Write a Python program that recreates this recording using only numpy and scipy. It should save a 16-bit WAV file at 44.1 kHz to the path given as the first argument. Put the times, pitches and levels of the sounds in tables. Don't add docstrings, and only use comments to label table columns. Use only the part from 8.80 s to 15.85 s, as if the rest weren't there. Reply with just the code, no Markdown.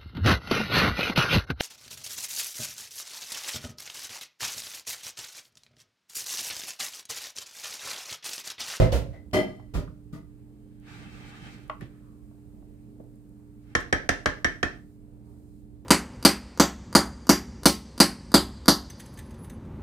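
import sys
import numpy as np
from scipy import signal
from scipy.fft import rfft, irfft, next_fast_len
from scipy.io import wavfile
from scipy.ndimage import uniform_filter1d

SR = 44100
rng = np.random.default_rng(int(sys.argv[2]) if len(sys.argv) > 2 else 0)


def output_pcm(signal):
    pcm = np.clip(np.atleast_2d(signal).T, -1, 1) * 32767
    wavfile.write(sys.argv[1], SR, np.round(pcm).astype(np.int16))


def elevation(decibels):
    levels = np.asarray(decibels, float)
    return 10 ** (levels / 20)


N = 310905

# (frequency [Hz], level [dB])
FRIDGE_HUM = [(59.2, -64), (118.4, -56), (209.9, -63), (242.2, -74), (296.1, -55), (414.5, -70)]
# (frequency [Hz], density [dB per Hz])
RUMBLE_COLOUR = [(22, -47), (31, -1), (60, -5), (100, -9.5), (145, -16), (210, -6), (265, -18),
                 (420, -19.5), (600, -28.5), (720, -32), (1200, -41.5), (2500, -46.5), (5000, -56),
                 (8000, -90.5)]
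# (frequency [Hz], density [dB per Hz])
HISS_COLOUR = [(2350, -26), (4000, -4), (6050, -5.5), (8110, 0.5), (9590, 0), (10800, -5.5), (15100, -2),
               (15800, -13.5)]
# (time [s], held [s], gain [dB], closing [dB/s])
OPENINGS = [
    (0, 0.051, -6, 91.5),
    (.3, 4, 4.5, 14),
    (2.1, 0.43, 7.5, 1),
    (4.95, 1.2, 7.5, 149),
    (6.46, 0.35, 7.5, 106),
]
RUMBLE_DB, HISS_DB = -52, -82
OPENING_DB_S = 198

# (frequency [Hz], t60 [s])
ROOM_T60 = [(60, 0.94), (250, 0.34), (1000, 0.26), (4000, 0.25), (8000, 0.14), (14000, 0.14)]
ROOM_DB, ROOM_GAP_S = -11.5, 0.0039
ROOM_BASS_HZ = 155

# (frequency [Hz], likeness [0-1])
PORT_LIKENESS = [(60, 0.4), (150, 0.99), (350, 0.6), (700, 0.2), (1400, 0)]
# (frequency [Hz], left minus right [dB])
PORT_BALANCE = [(60, -12), (110, -8.5), (200, -0.5), (380, -3.5), (700, -3.5), (1290, -1), (2380, -1),
                (4400, -0.5), (8120, 0), (15000, -2.5)]
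BASS_LEAD_RAD, BASS_LEAD_HZ = 0.99, 220
LOW_CUT_HZ, TOP_HZ = 34, 15950

# (time [s], peak level [dB], centre [Hz], width [Hz], push [s])
KNOCKS = [(.119, -24.5, 4000, 4004, 0.0073), (0.512, -53, 3020, 4910, 0.0015),
          (.796, -42, 695, 497, 0.0049), (1.076, -44, 1250, 300, .005), (1.141, -62, 1300, 500, 0.0044),
          (2.897, -27, 1930, 854.4, 0.0022), (2.897, -23.5, 1128, 500, 0.0024),
          (2.898, -30, 646, 400, 0.0035), (2.897, -37, 2790, 700, 0.0033), (3.006, -44, 1560, 2360, 0.026),
          (3.008, -36, 1710, 885, 0.0053), (3.015, -32.5, 147, 270, 0.009), (3.06, -55, 1900, 1400, 0.01),
          (3.511, -51.5, 646, 400, 0.0034), (3.822, -54, 600, 400, 0.0058),
          (4.198, -37.5, 540, 146, 0.0062), (4.2, -38.5, 190, 90, 0.0068), (5.0, -39, 7040, 8940, 0.0091)]
# (time [s], peak level [dB], centre [Hz], width [Hz], push [s])
RUBS = [(3.08, -57.5, 1410, 1200, 0.086), (3.2, -62, 1150, 350, 0.12), (3.45, -66, 615, 344, 0.2),
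        (3.72, -63, 600, 355, 0.1), (4.21, -57, 610, 300, 0.043), (6.45, -60.5, 791, 500, 0.059)]
# (frequency [Hz], level [dB], t60 [s])
WALL_MODES = [(620, 16, 0.22), (722, -20, 0.17), (985, -6.5, 0.16), (1200, -7, 0.31), (1500, -8, 0.1),
              (1750, -17, 0.25), (2880, 1, 0.23), (3820, -31, 0.2)]
# (time [s], peak level [dB], centre [Hz])
TICKS = [(1.9994, -61, 9220), (2.8799, -58.5, 9560), (3.0097, -50.5, 9650), (4.2108, -63.5, 14100),
         (4.2394, -66.5, 8820), (4.3575, -61.5, 10870), (4.4922, -61.5, 12440)]
WALL_DB, WALL_DB_PER_DB = -35.5, 4
CLEAR_S = 0.0023

# (full pressure time [s], held [s], level [dB], press-in [dB/s], lift-off [dB/s])
SCRAPES = [
    (2.084, .66, -53.5, 285, 90),
    (2.15, 0.064, -52, 180, 44),
    (2.66, 0.03, -51, 40, 76),
    (3.09, 0.15, -81, 300, 45),
    (4.91, 0.034, -64.5, 153, 402),
]
# (frequency [Hz], width [Hz], level [dB])
GLAZE_MODES = [(813, 92, -12.5), (1200, 24, 0.5), (1380, 36, -13), (1557, 53, -5), (2090, 95, -2.5),
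               (2330, 110, 0), (2630, 74, -1.5), (3120, 120, -1.5), (3816, 59, -19.5), (4460, 63, -16),
               (4700, 150, -14.5), (5400, 90, -16)]
# (frequency [Hz], density [dB per Hz])
GRIT_COLOUR = [(350, -41), (600, -12), (811, 2), (1030, -11), (1160, -6.5), (1540, 1), (3800, -12.5),
               (4940, -31), (8360, -120)]
# (frequency [Hz], density [dB per Hz])
BRIGHT_COLOUR = [(2240, -35), (3800, 0.5), (5840, -6), (9080, -8.5), (10500, -26.5), (13000, -17.5),
                 (15500, -27)]
# (time [s], level [dB])
SURGES = [(2.24, -55), (2.65, -58), (2.884, -55), (3.04, -48), (4.94, -58.5)]
BRIGHT_DB, SLOSH_DB = -10.5, 0.5
SURGE_S = .04

# (time [s], peak level [dB], thump [dB], crack [dB], crack tilt above 4 kHz [dB/octave])
TAPS = [
    (4.951, -4, -5, -5.5, -1.4),
    (5.126, -3, -5, -8.5, -1.5),
    (5.29, -3, -4.5, -5, 3),
    (5.458, -6, -3, -5.5, -1.5),
    (5.645, -7.5, -3, -4.5, -1),
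    (5.829, -5, -5, -7.5, -3.5),
]
# (frequency [Hz], level [dB], t60 [s], right lag [rad])
RIM_MODES = [(450, -10.5, 0.096, 0.22), (547, -9.5, 0.078, .2), (619.4, -11, 0.11, 0.13),
             (714.4, -5.5, 0.052, 0.53), (1250, -12.5, 0.1, 0.58), (1341, -10.5, 0.12, 1.7),
             (1401, -12, .08, 1), (1622, 0, 0.061, 3.9), (1720, -14, 0.22, 2.2), (1788, -7.5, 0.055, 1.6),
             (1830, -2.5, .1, 1.7), (2179, -7, 0.055, 0.88)]
# (frequency [Hz], level [dB], t60 [s], right lag [rad])
LATE_RIM_MODES = [(1560, -22, .25, 1.6), (1765, -13.5, 0.32, 1.6), (2000, -20.5, .25, 1.1),
                  (2210, -28, 0.2, 1.4), (3310, -27, .12, 1.5), (3967, -20.5, .04, 0.78)]
# (frequency [Hz], level [dB], t60 [s], right lag [rad])
HANDLE_MODES = [(3165, -18, 0.11, 0.95), (3235, -9.5, .03, 3), (4240, -19, .02, 0.85),
                (4730, -19.5, 0.018, 2), (5580, -1.5, 0.018, 1.1)]
# (frequency [Hz], level [dB], t60 [s], right lag [rad])
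THUMP_MODES = [(45, -9.5, 0.46, .1), (80, 1, 0.19, .1), (104, -7, 0.24, 0.11), (167.5, -2.5, 0.12, 0.11),
               (251.5, 4.5, 0.097, .1), (318.4, 3, 0.09, .1)]
# (frequency [Hz], density [dB per Hz])
CRACK_COLOUR = [(200, -30.5), (400, -6), (990, -13.5), (1890, -5.5), (2600, -18), (4800, -22), (5800, -18),
                (7000, -25.5), (9500, -30), (11000, -44), (13500, -47), (15800, -58.5)]

# (time [s], level [dB], first blow [dB], clatter [dB], clatter tilt [dB/octave])
BUMPS = [
    (0.0, -10.5, 16.5, -11.5, -7),
    (0.1246, -19.5, 13.5, -11, -3),
    (0.325, -57, -16, 0.5, -8),
    (0.531, -18.5, -0.5, -9, -3.5),
    (0.937, -25, -6, -13.5, -3.5),
    (1.326, -40.5, 2, -17, -1),
]
# (frequency [Hz], level [dB], t60 [s])
FIRST_RING = [(66.7, -2.5, 0.64), (103.8, -.5, 0.37), (81.5, -5, 0.6), (173.2, -13.5, 0.3),
              (278.2, -17, 0.6), (319, -20, 0.37), (400, -21.5, 0.35), (515, -6, 0.201), (636.7, -13, 0.4),
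              (2070, -26, 0.23)]
SECOND_RING = [(63.8, -1, 0.46), (106, -1, 0.15), (80, -4, 0.37), (171, -22, 0.2), (261, -14, 0.28),
               (545.5, 0, 0.2), (630, -7, 0.2), (1400, -29, .3), (2045, -25, 0.17)]
FAINT_RING = [(2013, -8, 0.22), (642, -6.5, .15)]
POT_RING = [(105, -7.5, 0.27), (190, -6, 0.41), (255.6, -1.5, 0.41), (366, -5.5, 0.376), (473, -11, 0.12),
            (552, -9.5, .2), (621.4, -1, 0.38), (750, -9.5, .2), (967, -25, 0.25), (1200, -15, 0.24),
            (1645, -19, 0.2), (1990, -13.5, 0.28), (2023, -13.5, 0.43)]
SHELL_RING = [(1997, -8.5, 0.088), (2310, -27, 0.35), (2729, -23.5, 0.082), (3080, -13.5, 0.26),
              (3180, -7.5, 0.051), (3220, -21, 0.22), (4300, -14, 0.068), (5200, -20.5, 0.096),
              (6064, -28, 0.12), (6900, -23.5, 0.043), (9200, -18, 0.042)]
DULL_RING = [(55.7, -0.5, 0.41), (118.5, -8, 0.33), (83, -5.5, 0.32), (178, -7.5, 0.3), (266.7, -17, 0.56),
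             (400, -13, 0.17), (510, -8, 0.073), (600, -12, 0.26), (966, -24.5, 0.27), (1204, -20, 0.18),
             (1400, -19.5, .1), (1897, -24.5, 0.2), (2060, -36, 0.12), (4820, -28, 0.12)]
LAST_RING = [(63.7, -16, 0.65), (169.7, 1, 0.18), (297, -11.5, 0.35), (416, -16.5, 0.39),
             (663, -18.5, 0.33), (950, -25, .2), (1200, -16, 0.2), (1400, -21, 0.091), (1976, -19, 0.16),
             (4900, -32, .12)]
BUMP_RINGS = [FIRST_RING, SECOND_RING, FAINT_RING, POT_RING + SHELL_RING, DULL_RING, LAST_RING]
# (frequency [Hz], density [dB per Hz])
CLATTER_COLOUR = [(180, -24.5), (300, -13), (454, -14.5), (563, -26.5), (825, -18), (912, -19.5),
                  (1130, -22), (1250, -21), (4710, -23), (15800, -30.5)]
SOFT_RISE_S, SHARP_BLOW_DB = 0.0096, -2.5
RATTLE_S, BUMP_PAN_DB = 0.058, 5


def on_log(hz, table):
    table = np.array(table)
    return np.interp(np.log(np.maximum(hz, 1)), np.log(table[:, 0]), table[:, 1])


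def shaped(x, gain):
    size = next_fast_len(x.shape[-1])
    hz = np.arange(size // 2 + 1) * SR / size
    return irfft(rfft(x, size) * gain(hz), size)[..., :x.shape[-1]]


def unit(x):
    return x / np.sqrt(np.mean(x ** 2))


def pair(size, gain):
    def likeness(hz):
        return np.clip(on_log(hz, PORT_LIKENESS), 0, 1)
    mid, side = rng.standard_normal((2, size))
    mid = shaped(mid, lambda hz: gain(hz) * np.sqrt(1 + likeness(hz)))
    side = shaped(side, lambda hz: gain(hz) * np.sqrt(1 - likeness(hz)))
    return unit(np.array([mid + side, mid - side]))


def colour(table):
    return lambda hz: elevation(on_log(hz, table))


def band(centre_hz, width_hz):
    return lambda hz: 1 / np.sqrt(1 + ((hz - centre_hz ** 2 / np.maximum(hz, 1)) / width_hz) ** 2)


def octaves(x, lowest_hz, count):
    size = next_fast_len(x.shape[1])
    spectrum = rfft(x, size)
    f = np.maximum(np.arange(size // 2 + 1) * SR / size, 1)
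    for hz in lowest_hz * 2. ** np.arange(count):
        window = np.cos(np.pi / 2 * np.clip(np.log2(f / hz), -1, 1)) ** 2
        yield hz, irfft(spectrum * window, size)[:, :x.shape[1]]


def walk(rate, size=N):
    steps = rng.standard_normal(int(size * rate / SR) + 2)
    return 1.6 * np.interp(np.arange(size) * rate / SR, np.arange(len(steps)), steps)


def plateau(t, start, held, up_db_s, down_db_s):
    return np.minimum(0, np.minimum(up_db_s * (t - start), down_db_s * (start + held - t)))


def add(out, x, s):
    i = max(int(s * SR), 0)
    out[:, i:i + x.shape[1]] += x[:, :N - i]


def ring(modes, size, shorten=0.59, spread=1.0, rise=0.000087, blur=.012):
    m, t = np.array(modes, float)[:, :, None], np.arange(size) / SR
    hz, db, t60_s = m[:, 0], m[:, 1], m[:, 2]
    if m.shape[1] > 3:
        lag = m[:, 3]
    else:
        lag = spread * rng.standard_normal(hz.shape) * np.minimum(hz / 900, 2)
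    fade = elevation(db - 60 * t / (shorten * np.minimum(t60_s, .9))) * (1 - np.exp(-t / rise))
    wander = rng.standard_normal((len(m), size)).cumsum(axis=1)
    start = hz / 37
    start = start + np.sqrt(2 * np.pi * abs(blur) * hz / SR) * wander
    return np.array([(fade * np.sin(2 * np.pi * hz * t + start - side * lag)).sum(0) for side in (0, 1)])


def strike(push, body):
    return signal.fftconvolve(np.atleast_2d(push), body, axes=1)


def kitchen():
    t = np.arange(N) / SR
    out = np.zeros((2, N))
    for hz, db in FRIDGE_HUM:
        level = np.sqrt(2) * elevation(db + 0.51 * walk(5.8))
        out += level * np.sin(2 * np.pi * (hz * t + .015 * walk(1.9)))
    for _, part in octaves(pair(N, colour(RUMBLE_COLOUR)), 39, count=8):
        out += elevation(RUMBLE_DB + 1.2 * walk(5)) * part
    open_db = np.max([db + plateau(t, s, held, OPENING_DB_S, down) for s, held, db, down in OPENINGS], axis=0)
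    return out + elevation(HISS_DB + np.maximum(open_db, 0)) * pair(N, colour(HISS_COLOUR))


def room():
    t = np.arange(SR // 2) / SR
    noise = pair(len(t), lambda hz: hz ** 2 / (hz ** 2 + ROOM_BASS_HZ ** 2))
    out = sum(part * elevation(-60 * t / on_log(hz, ROOM_T60)) for hz, part in octaves(noise, 35, count=10))
    out = out * np.clip(t / ROOM_GAP_S - 1, 0, 1)
    return elevation(ROOM_DB) * out / np.sqrt(np.mean(np.sum(out ** 2, 1)))


def wet_ticks():
    out, t = np.zeros((2, N)), np.arange(SR // 50) / SR
    for s, db, hz in TICKS:
        add(out, elevation(db) * pair(len(t), band(hz, 4000)) * np.exp(-t / .0015), s)
    return out


def knocks():
    out, wall = np.zeros((2, N)), ring(WALL_MODES, SR // 10, shorten=0.22)
    hardest_db = max(row[1] for row in KNOCKS)
    for s, db, centre_hz, width_hz, push in KNOCKS + RUBS:
        t = np.arange(SR // 2 if push > .025 else SR // 8) / SR
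        blow = pair(len(t), lambda hz: band(centre_hz, width_hz)(hz) ** 2)
        port_phase = np.array([[0], [centre_hz / 1200]])
        blow = blow + CLEAR_S / push * np.sin(2 * np.pi * centre_hz * t + port_phase)
        blow = blow * (1 - np.exp(-t / (0.53 * push))) * np.exp(-t / push)
        blow = blow / np.abs(blow).max()
        add(out, elevation(db) * blow, s)
        wall_db = db + WALL_DB + WALL_DB_PER_DB * (db - hardest_db)
        add(out, elevation(wall_db) * strike(blow[0], wall), s)
    return out


def scrape():
    t = np.arange(N) / SR
    pressure = elevation(np.max([db + plateau(t, s, held, up, down) for s, held, db, up, down in SCRAPES], axis=0))
    surge = sum(elevation(db) * np.exp(-((t - s) / SURGE_S) ** 2) for s, db in SURGES)
    glaze = sum(elevation(db + 2.1 * walk(12)) * pair(N, band(hz, width_hz)) for hz, width_hz, db in GLAZE_MODES)
    grit = elevation(2.0 + 1.3 * walk(25.06)) * pair(N, colour(GRIT_COLOUR))
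    body = unit(unit(glaze) + grit)
    bright = elevation(BRIGHT_DB + 1.2 * walk(30)) * pair(N, colour(BRIGHT_COLOUR))
    soup = elevation(1.0 + 0.89 * walk(14)) * pair(N, lambda hz: band(130, 160)(hz) ** 2)
    return pressure * (body + bright) + (elevation(SLOSH_DB) * pressure + surge) * soup


def taps():
    out, t = np.zeros((2, N)), np.arange(SR // 3) / SR
    all_modes = np.array(RIM_MODES + LATE_RIM_MODES + HANDLE_MODES)
    snap = 1.72 * np.exp(-t / 0.0031) + 0.11 * np.exp(-t / 0.0078) + 0.085 * np.exp(-t / 0.044)
    snap = (1 - np.exp(-t / 0.00093)) * snap
    for s, db, thump_db, crack_db, tilt_db in TAPS:
        modes = all_modes + rng.standard_normal(all_modes.shape) * [13.5, 0.5, 0, 1.18]
        tone = ring(modes, SR // 4, rise=0.0026, blur=.011)
        add(out, elevation(db) * tone / np.abs(tone).max(), s)
        thump = ring(THUMP_MODES, SR // 4, rise=0.0036, blur=.004)
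        add(out, elevation(db + thump_db - 8.5) * thump, s + 0.0021)
        crack = pair(len(t), lambda hz: colour(CRACK_COLOUR)(hz)
                     * elevation(tilt_db * np.log2(np.maximum(hz / 4000, 1))))
        add(out, elevation(db + crack_db) * snap * crack, s)
    return out


def bumps():
    out, t = np.zeros((2, N)), np.arange(SR // 2) / SR
    pan = elevation(np.array([[BUMP_PAN_DB], [-BUMP_PAN_DB]]) / 2)
    for (s, db, blow_db, clatter_db, tilt_db), modes in zip(BUMPS, BUMP_RINGS):
        rise = SOFT_RISE_S / (1 + elevation(2 * (blow_db - SHARP_BLOW_DB)))
        force = np.exp(-(t / RATTLE_S) ** 2) + 0.17 * np.exp(-t / 0.081)
        force = (1 - np.exp(-(t + 1e-4) / rise)) * force
        contact = rng.exponential(size=len(t) // 90 + 1).repeat(90)[:len(t)]
        chatter = rng.standard_normal(len(t)) * elevation(3.1 * contact ** 0.71)
        blow = elevation(blow_db) * np.exp(-t / 0.00032)
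        body = ring(modes, SR // 3, shorten=0.35, rise=0.0011, blur=0.008)
        tone = strike(blow + force * chatter, body) * pan
        add(out, elevation(db) * tone / np.sqrt(np.mean(tone[:, :SR // 10] ** 2)), s)
        clatter = pair(len(t), lambda hz: colour(CLATTER_COLOUR)(hz) * elevation(tilt_db * np.log2(1 + hz / 1000)))
        add(out, elevation(db + clatter_db) * force * clatter, s)
    return out


def scene():
    pot = bumps() + taps() + knocks() + wet_ticks() + scrape()
    echoes = strike(pot[0] + 0.34 * pot[1], room())[:, :N]
    return pot + echoes + kitchen()


def port(side):
    def gain(hz):
        balance = elevation(side * on_log(hz, PORT_BALANCE) / 2)
        lead = np.exp(.5j * side * BASS_LEAD_RAD / (1 + (hz / BASS_LEAD_HZ) ** 2))
        low_cut = hz ** 6 / (hz ** 6 + LOW_CUT_HZ ** 6)
        return balance * lead * low_cut * (hz < TOP_HZ)
    return gain


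def follow(peak_db, release_db):
    ramp = release_db * np.arange(len(peak_db)) / SR
    return np.maximum.accumulate(peak_db + ramp) - ramp


def low_pass(x):
    return signal.sosfilt(signal.butter(12, 15850, fs=SR, output="sos"), x)


def record(dry):
    padded = np.pad(dry, ((0, 0), (0, SR // 4)))
    x = np.array([shaped(padded[k], port(side))[:N] for k, side in enumerate((1, -1))])
    ahead = int(.011 * SR)
    peak = np.append(np.abs(x).max(0)[ahead:], np.zeros(ahead))
    peak_db = 20 * np.log10(peak + 1e-9)
    gain_db = -.3 * np.maximum(follow(peak_db, release_db=135.5) + 22.0, 0)
    mix = x * elevation(uniform_filter1d(gain_db, ahead // 2))
    return low_pass(mix)


dry = scene()
out = record(dry)
output_pcm(out)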